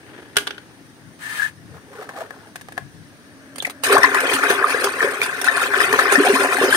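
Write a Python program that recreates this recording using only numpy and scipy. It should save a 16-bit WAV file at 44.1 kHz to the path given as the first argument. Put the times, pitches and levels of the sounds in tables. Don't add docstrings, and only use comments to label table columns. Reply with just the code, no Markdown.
import sys
import numpy as np
from scipy import signal
from scipy.fft import rfft, irfft
from scipy.io import wavfile
from scipy.ndimage import uniform_filter1d

SR = 44100
rng = np.random.default_rng(int(sys.argv[2]) if len(sys.argv) > 2 else 0)


def inscribe(sig):
    pcm = np.round(np.clip(np.atleast_2d(sig).T, -1, 1) * 32767)
    wavfile.write(sys.argv[1], SR, pcm.astype(np.int16))


N = 298116
T = np.arange(N) / SR
HZ = np.maximum(np.fft.rfftfreq(2 * N, 1 / SR), 1)

# frequency in Hz, relative level in dB.
YARD_EQ = [(40, -38), (200, -9), (275, 1), (350, -5.5), (500, -12), (620, -14), (850, -15.5), (1600, -20),
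           (3000, -21.5), (6300, -24), (7400, -34), (9200, -28.5), (11500, -34.5), (15000, -34)]
DRAG_EQ = [(100, -20), (280, 16), (600, 4), (1600, -3), (3200, -4), (5000, -20), (15000, -33)]
CRACK_EQ = [(150, -21), (350, 0.5), (900, 6.5), (1400, -2), (3000, 9.5), (6000, -5), (9000, -36),
            (15000, -30)]
RUMBLE_EQ = [(20, -10), (50, -12), (100, 5), (170, 4), (260, -8), (500, -32), (1000, -56)]
HISS_EQ = [(400, -10), (1000, 4.5), (1600, 5.5), (2300, 4.5), (4000, -0.5), (7000, -7), (10000, -8.5),
           (15000, -10.5)]
THUD_EQ = [(170, -29), (400, -1.5), (750, -3.5), (1200, -4), (2000, -11.5), (3500, -15.5), (9000, -27),
           (15000, -27)]
SPRAY_EQ = [(900, -10.5), (2500, 1.5), (4000, -1), (5800, -5), (6600, -3.5), (7300, -10), (9000, -5),
            (10300, -7.5), (11500, -9.5), (12500, -8), (15500, -14.5)]
SPLASH_EQ = [(300, -23.5), (600, -2.5), (800, -12), (920, -12.5), (1090, 0), (1300, -3), (1700, -1),
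             (2000, -5.5), (2500, -1.5), (3300, -34), (6000, -33)]
CHURN_EQ = [(50, -46), (170, -35), (220, -22.5), (275, -1.5), (330, -8), (392, 5.5), (470, 0), (750, -2),
            (1000, -4), (2000, -72.5)]
# time of full speed in seconds, build-up in seconds, level in dB.
DRAG_MOVES = [(.16, .12, -40.5), (.42, 0.025, -42)]
GRIP_MOVES = [(1.08, 0.056, -42.5), (1.74, 0.17, -40.5), (2.66, 0.045, -44), (2.83, 0.024, -37.5),
              (2.98, .04, -39), (4.0, .08, -41.5), (5.95, 0.13, -40.5), (6.74, 0.093, -44)]
RUMMAGE_MOVES = [(1.76, 0.044, -43), (1.94, 0.028, -39), (2.03, 0.061, -34), (2.095, 0.011, -36),
                 (2.165, 0.017, -32.5), (2.215, 0.044, -31), (2.34, .03, -43), (2.48, 0.17, -45.5)]
# start in seconds, level in dB, treble offset in dB, leftward lean in dB
CONCRETE_HITS = [(0.358, -24, -16, 0), (0.367, -4.5, -7, -5), (0.372, -7, -23, -1),
                 (0.383, -10.5, -16, -11), (0.408, -27, -16, -2), (0.470, -14, -19, -6),
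                 (0.474, -14, -22, -12), (0.507, -17, -31, -12), (0.545, -36, -22, 15),
                 (0.580, -25, -27, 0)]
BASKET_HITS = [(2.091, -21.5, -22, -4), (2.186, -26.5, -23, -17), (2.307, -23, -39, 2),
               (2.557, -23.5, -7, 15), (2.611, -33.5, -3.5, 4), (2.686, -23.5, -30, -7),
               (2.722, -28, -15, -4), (2.770, -32, -24, 0), (2.778, -13, -44, 0)]
# pitch in Hz, level in dB, time to fall 60 dB in seconds.
DROPPED_TOY_MODES = [(407, -9, 0.22), (1170, -7, 0.062), (1450, 8, 0.025), (1620, -3, 0.07),
                     (2980, 4, 0.029), (3500, 2, 0.033), (4270, -26, 0.044)]
BASKET_TOY_MODES = [(366, -14, 0.06), (706, -2.5, 0.052), (755, 0, 0.032), (1070, 2, 0.026),
                    (1660, -2, 0.035), (1710, 0, 0.022)]
# time in seconds, hiss level in dB, squeak level in dB.
RUB_FADERS = [(1.19, -52, -65), (1.23, -41.5, -28), (1.38, -34.5, -32), (1.44, -35.5, -21),
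              (1.49, -43, -33), (1.52, -65, -64)]
# peak time in seconds, pitch in Hz, level in dB, length in seconds.
RUB_SLIPS = [(1.398, 1680, -22, 0.0095), (1.421, 1674, -19, .005), (1.431, 1640, -19.5, 0.00517),
             (1.461, 1690, -27, .005)]
BIG_BUBBLES = [(3.899, 1120, -13, 0.0073), (3.928, 1200, -5, 0.003), (3.97, 1116, -3.5, 0.0062),
               (4.033, 1880, -4, 0.0039), (4.04, 1460, -9.5, 0.0031), (4.043, 1047, -4, 0.0064),
               (4.15, 1170, -7, 0.0029), (4.505, 407, -8, 0.0052), (4.627, 1680, -13.5, 0.0032),
               (4.644, 1190, -2.5, 0.005), (4.747, 457, -14, 0.0062), (4.846, 400, -13.5, 0.011),
               (4.873, 1130, -10, 0.0025), (5.007, 1815, -11.5, 0.0029), (5.045, 397, -12, 0.0086),
               (5.047, 537, -17.5, 0.0087), (5.218, 2370, -9, 0.004), (5.477, 1450, -9.5, 0.0033),
               (5.485, 1760, -12, 0.005), (5.618, 1320, -13, 0.0042), (5.744, 1490, -5, 0.0018),
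               (5.804, 1790, -9.5, 0.0027), (5.939, 1065, -7.5, 0.0041), (5.991, 1285, -7.5, 0.0041),
               (5.996, 1740, -8, 0.0029), (6.156, 1790, -9, 0.0033), (6.203, 396, -7.5, 0.012),
               (6.252, 720, -10.5, 0.0069), (6.271, 757, -8, 0.0066), (6.304, 397, -7, 0.015),
               (6.34, 261, -15, 0.019), (6.533, 1290, -15.5, 0.0037), (6.615, 435, -9.5, 0.0059),
               (6.642, 380, -9.5, 0.017), (6.727, 1616, -9.5, 0.0041)]
# centre in Hz, width in Hz, level in dB.
BASIN_MODES = [(268.7, 38, -3.5), (598, 160, -17), (1390, 1100, -27.5)]
# start in seconds, level in dB.
HAND_DRIPS = [(3.558, -26.5), (3.582, -21), (3.623, -19), (3.651, -22), (3.667, -23), (3.697, -22),
              (3.705, -27.5)]
WATER_SLAPS = [(3.836, -11), (3.925, -9), (3.979, -16), (4.035, -15), (4.145, -14), (4.204, -14.5),
               (4.501, -12.5), (4.842, -10.5), (5.215, -17), (5.231, -16.5), (5.414, -15), (5.443, -14.5),
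               (5.927, -14), (5.991, -21.5), (6.122, -9), (6.249, -27), (6.531, -22)]
# start in seconds, length in seconds, first pitch in Hz,
# last pitch in Hz, level in dB.
AIR_POCKETS = [(3.601, 0.0058, 3920, 3100, -18), (3.647, 0.0084, 2610, 1890, -16),
               (3.674, 0.0051, 780, 560, -22.5), (3.942, 0.031, 463, 1080, -11.5),
               (3.973, 0.0147, 1266, 1840, -17), (4.038, 0.0187, 1430, 2350, -13.5),
               (6.176, 0.0405, 255, 326, -9), (6.35, 0.025, 917, 1260, -15.5)]
# time of full speed in seconds, build-up in seconds,
# then the levels of splash, deep churn and spray in dB.
SCRUB_STROKES = [(3.845, 0.0097, -19.5, -47, -19), (3.926, 0.024, -13, -15, -19.5),
                 (4.039, 0.018, -14.5, -23.5, -24), (4.158, 0.021, -13, -29, -32),
                 (4.22, .008, -21.5, -21.5, -35), (4.295, 0.056, -17.5, -29, -35),
                 (4.353, 0.083, -17, -22.5, -21.5), (4.439, 0.016, -14, -23.5, -26),
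                 (4.508, 0.019, -15.5, -26.5, -20.5), (4.61, 0.044, -19.5, -25, -53),
                 (4.708, 0.031, -18, -35, -25), (4.845, 0.069, -21.5, -25, -25),
                 (5.032, 0.04, -17, -20, -28), (5.231, 0.015, -22.5, -39, -26.5),
                 (5.465, 0.014, -17, -51, -25.5), (5.565, .025, -17.5, -58, -31),
                 (5.638, 0.066, -19, -32, -24), (5.745, .008, -16, -22, -33),
                 (5.821, 0.044, -14.5, -27, -21), (5.94, 0.036, -16, -19.5, -24.5),
                 (5.996, 0.012, -14, -22.5, -22), (6.065, 0.024, -16.5, -22.5, -29.5),
                 (6.125, 0.017, -10.5, -22, -18.5), (6.271, 0.075, -17, -17, -23),
                 (6.36, 0.079, -18, -29, -24), (6.438, 0.088, -17.5, -17.5, -24.5),
                 (6.533, 0.036, -17.5, -21.5, -27), (6.64, 0.092, -18, -15, -25),
                 (6.76, 0.054, -14.5, -19.5, -18)]
# lag in seconds, time to fall by 1/e in seconds, level of the
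# wash between strokes in dB.
SPLASH_SETTLE = (-0.0049, 0.063, -26)
CHURN_SETTLE = (0.0024, 0.073, -35)
SPRAY_SETTLE = (0.00033, 0.036, -36.5)
# centre in Hz, width in Hz, lift in dB.
MIC_PORTS = [(1706, 334, 11.85), (8930, 1020, 11.62)]


def undb(db):
    return 10 ** (np.asarray(db) / 20)


def unit(x):
    return x / np.sqrt(np.mean(x ** 2))


def pan(left_db):
    return undb(np.array([[left_db], [-left_db]]) / 2)


def add(out, s, sound):
    i = max(int(s * SR), 0)
    out[:, i:i + sound.shape[1]] += sound[:, :max(N - i, 0)]


def filtered(x, response):
    return irfft(rfft(x, 2 * N) * response)[..., :N]


def resonance(hz, width_hz):
    return 1 / (1 + 1j * (HZ / hz - hz / HZ) * hz / width_hz)


def eq(x, curve, size=1024):
    hz, db = np.transpose(curve)
    grid = np.maximum(np.fft.rfftfreq(4 * size, 1 / SR), 1)
    cepstrum = irfft(np.log(undb(np.interp(np.log(grid), np.log(hz), db))))
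    cepstrum[1:2 * size] *= 2
    cepstrum[2 * size:] = 0
    impulse = irfft(np.exp(rfft(cepstrum)))[:2 * size]
    return signal.oaconvolve(x, impulse[None] / np.linalg.norm(impulse))[:, :N]


def noise(mono_below_hz):
    mid, side = rng.standard_normal((2, N))
    alike = 1 / (1 + (HZ / mono_below_hz) ** 2)
    mid, side = filtered(mid, np.sqrt(1 + alike)), filtered(side, np.sqrt(1 - alike))
    return unit(np.array([mid + side, mid - side]))


def flicker(x, depth_db):
    spectra = signal.stft(x, nperseg=1024)[2]
    patches = uniform_filter1d(rng.standard_normal(spectra.shape), size=6, axis=1)
    patches = uniform_filter1d(patches, size=4, axis=2)
    gain = unit(undb(depth_db * np.tanh(unit(patches))))
    return signal.istft(spectra * gain, nperseg=1024)[1][:, :N]


def reflect(x, t60, wet_db):
    t = T[:SR // 3]
    tail = noise(900)[:, :len(t)] * undb(-60 * t / t60) * (t > .002)
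    tail /= np.sqrt(np.sum(tail ** 2) / 2)
    return x + undb(wet_db) * signal.oaconvolve(x, tail, axes=1)[:, :N]


def swells(moves, fall_s, lag_s=0):
    grid = T[::40]
    power = np.zeros(len(grid))
    for s, build_s, db in moves:
        t = grid - s - lag_s
        fade = np.minimum(np.maximum(-t / build_s, t / fall_s), 20)
        power += undb(db) ** 2 * np.exp(-2 * fade)
    return np.interp(T, grid, np.sqrt(power))


def crackle(per_s, spread_db, grain_s):
    onsets = rng.random(N) < per_s / SR
    sizes = onsets * undb(spread_db * np.minimum(rng.standard_exponential(N), 4))
    power = signal.lfilter([1], [1, -np.exp(-2 / (grain_s * SR))], sizes ** 2)
    return unit(np.sqrt(power) * noise(1560))


def bursts(rows, t60, rise_s):
    envelope, t = np.zeros((2, N)), T[:SR // 8]
    shape = undb(-60 * t / t60) * (1 - np.exp(-t / rise_s))
    for s, db, left_db in rows:
        add(envelope, s, pan(left_db) * undb(db) * shape / shape.max())
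    return envelope * noise(1300)


def pings(rows, rise, scatter_db):
    out = np.zeros((2, N))
    for (s, hz, db, length), (turn, place) in zip(rows, rng.random((len(rows), 2))):
        swell_s = max(length, 1 / SR) / np.sqrt(6)
        t = T[:int(9 * swell_s * SR) + 2]
        age = t / swell_s
        side = (2 * place - 1) * min(hz / 2000, 1)
        phase = hz * (t + rise * swell_s * (age - 1) ** 2 / 2) + turn + np.array([[side], [0]]) / 4
        envelope = undb(db) * age * np.exp(1 - age)
        add(out, s - swell_s, pan(scatter_db * side) * envelope * np.sin(2 * np.pi * phase))
    return out


def ping_cloud(per_s, low_hz, high_hz, cycles, spread_db, scatter_db):
    when, size, life, strength = rng.random((int(per_s * N / SR), 4)).T
    hz = low_hz * (high_hz / low_hz) ** size
    rows = np.column_stack([when * N / SR, hz, spread_db * strength ** 2, cycles * (.5 + life) / hz])
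    return unit(pings(rows, rise=0.013, scatter_db=scatter_db))


def yard():
    return flicker(unit(eq(noise(910), YARD_EQ)), depth_db=3.5) * undb(-48.5)


def toy_drag():
    return unit(eq(crackle(295, 1.6, 0.0062), DRAG_EQ)) * swells(DRAG_MOVES, fall_s=0.19)


def plastic_hits(hits, modes, clatter_eq, ring_db, clatter_db, tick_db, t60, rise_s):
    ring, t = np.zeros((2, N)), T[:SR // 4]
    for s, db, _, lean_db in hits:
        shell = 0
        for hz, mode_db, mode_t60 in modes:
            phase = hz * t + rng.random((2, 1)) * min(hz / 3000, 1)
            shell += undb(mode_db - 60 * t / mode_t60) * np.sin(2 * np.pi * phase)
        add(ring, s, undb(db + ring_db) * pan(lean_db / 2) * shell)
    clatter = bursts([(s, db, lean_db / 2) for s, db, _, lean_db in hits], t60, rise_s)
    tick = bursts([(s, db + treble_db, 0) for s, db, treble_db, _ in hits], 0.02, rise_s)
    return ring + undb(clatter_db) * eq(clatter, clatter_eq) + undb(tick_db) * eq(tick, SPRAY_EQ)


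def toy_drop():
    return plastic_hits(CONCRETE_HITS, DROPPED_TOY_MODES, CRACK_EQ,
                        ring_db=-17.5, clatter_db=-11, tick_db=0.5, t60=0.022, rise_s=0.0016)


def grip_rumble():
    gain = np.hypot(swells(GRIP_MOVES, fall_s=0.052), undb(-51.5))
    return unit(eq(noise(180), RUMBLE_EQ)) * gain * pan(8.7) * undb(-2)


def case_rub():
    times, *faders = np.transpose(RUB_FADERS)
    hiss_gain, squeak_gain = (undb(np.interp(T, times, db, left=-120, right=-120)) for db in faders)
    friction = unit(eq(crackle(2500, 0.73, 0.0014), HISS_EQ))
    hiss = reflect(friction, t60=0.038, wet_db=-0.5) * hiss_gain
    squeak = unit(filtered(noise(500), resonance(1733, 140) ** 2)) * squeak_gain * undb(-12.5)
    slips = pings(RUB_SLIPS, rise=0, scatter_db=2)
    return hiss + (squeak + slips) * pan(3.5)


def basket_rummage():
    catches = ping_cloud(per_s=300, low_hz=397, high_hz=1960, cycles=6.12, spread_db=15, scatter_db=-9)
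    scrape = crackle(700, 2.6, 0.0041) + undb(-9) * catches
    return unit(eq(scrape, THUD_EQ)) * swells(RUMMAGE_MOVES, fall_s=0.026)


def basket_knocks(rattle_s=.004, rattle_db=-11):
    rattles = [(s + rattle_s * (.5 + rng.random()), db + rattle_db, treble_db, lean_db)
               for s, db, treble_db, lean_db in BASKET_HITS]
    return plastic_hits(list(BASKET_HITS) + rattles, BASKET_TOY_MODES, THUD_EQ,
                        ring_db=-12.5, clatter_db=-13.5, tick_db=-2, t60=0.013, rise_s=0.0024)


def basin_hum():
    hollow = sum(undb(db) * resonance(hz, width) ** 2 for hz, width, db in BASIN_MODES)
    overhead = np.interp(T, [2.9, 3.6], [0, 1])
    return unit(filtered(noise(2600), hollow)) * overhead * undb(-44.5)


def glugs():
    out = np.zeros((2, N))
    for s, length, first_hz, last_hz, db in AIR_POCKETS:
        hz = np.geomspace(first_hz, last_hz, int(length * SR))
        envelope = undb(db) * signal.windows.tukey(len(hz), .5)
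        add(out, s, pan(0) * envelope * np.sin(2 * np.pi * np.cumsum(hz) / SR))
    return out


def scrubbing(plunge_s=3.83, rise_s=0.012):
    s, build_s, *levels = np.transpose(SCRUB_STROKES)
    in_water = np.clip((T - plunge_s) / rise_s, 0, 1)
    return [in_water * np.hypot(swells(zip(s, build_s, db), fall_s, lag_s), undb(wash_db))
            for db, (lag_s, fall_s, wash_db) in zip(levels, (SPLASH_SETTLE, CHURN_SETTLE, SPRAY_SETTLE))]


def water():
    splash_gain, churn_gain, spray_gain = scrubbing()
    gulps = ping_cloud(per_s=190, low_hz=227.5, high_hz=827, cycles=3.66, spread_db=6.5, scatter_db=-3)
    small = ping_cloud(per_s=800, low_hz=661, high_hz=3196, cycles=5.534, spread_db=6.5, scatter_db=10.5)
    fizz = ping_cloud(per_s=900, low_hz=2396, high_hz=14360, cycles=13, spread_db=6.5, scatter_db=9.5)
    churn = unit(eq(gulps + noise(900), CHURN_EQ)) * churn_gain * undb(-2.5)
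    froth = flicker(crackle(710, 1.3, 0.0036), depth_db=4.5)
    splash = unit(eq(small + froth, SPLASH_EQ)) * splash_gain * undb(-5.5)
    droplets = unit(crackle(450, 2.5, 0.0016) + undb(-3) * fizz) * spray_gain * undb(-4)
    slaps = bursts([(s, db, 0) for s, db in WATER_SLAPS], t60=0.014, rise_s=0.0023)
    drips = bursts([(s, db, 0) for s, db in HAND_DRIPS], t60=0.013, rise_s=0.003)
    spray = eq(flicker(droplets + undb(-7.5) * (slaps + drips), depth_db=6), SPRAY_EQ)
    spray = undb(-1.5) * reflect(spray * pan(-3), t60=0.051, wet_db=-0.5)
    smacks = eq(undb(-8) * slaps + undb(-10) * drips, THUD_EQ)
    big_gulps = pings(BIG_BUBBLES, rise=0.0035, scatter_db=-11) + glugs()
    return spray + reflect(churn + splash + smacks + big_gulps, t60=0.12, wet_db=-8.5)


def scene():
    washing = water()
    toys = toy_drag() + toy_drop() + basket_rummage() + basket_knocks()
    return yard() + reflect(toys, t60=0.21, wet_db=-11) + grip_rumble() + case_rub() + basin_hum() + washing


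def record(dry):
    left_lag_s, low_cut_hz, top_hz = .00017, 38, 15600
    left, right = (1 + (undb(db) - 1) * resonance(hz, width) for hz, width, db in MIC_PORTS)
    left *= np.exp(-2j * np.pi * HZ * left_lag_s)
    low_cut = (1j * HZ / (1j * HZ + low_cut_hz)) ** 2
    heard = filtered(dry, low_cut * np.array([left, right]))
    rounded = heard / (1 + heard ** 4) ** (1 / 4)
    return signal.sosfilt(signal.ellip(8, .2, 70, top_hz, fs=SR, output="sos"), rounded)


dry = scene()
out = record(dry)
inscribe(out)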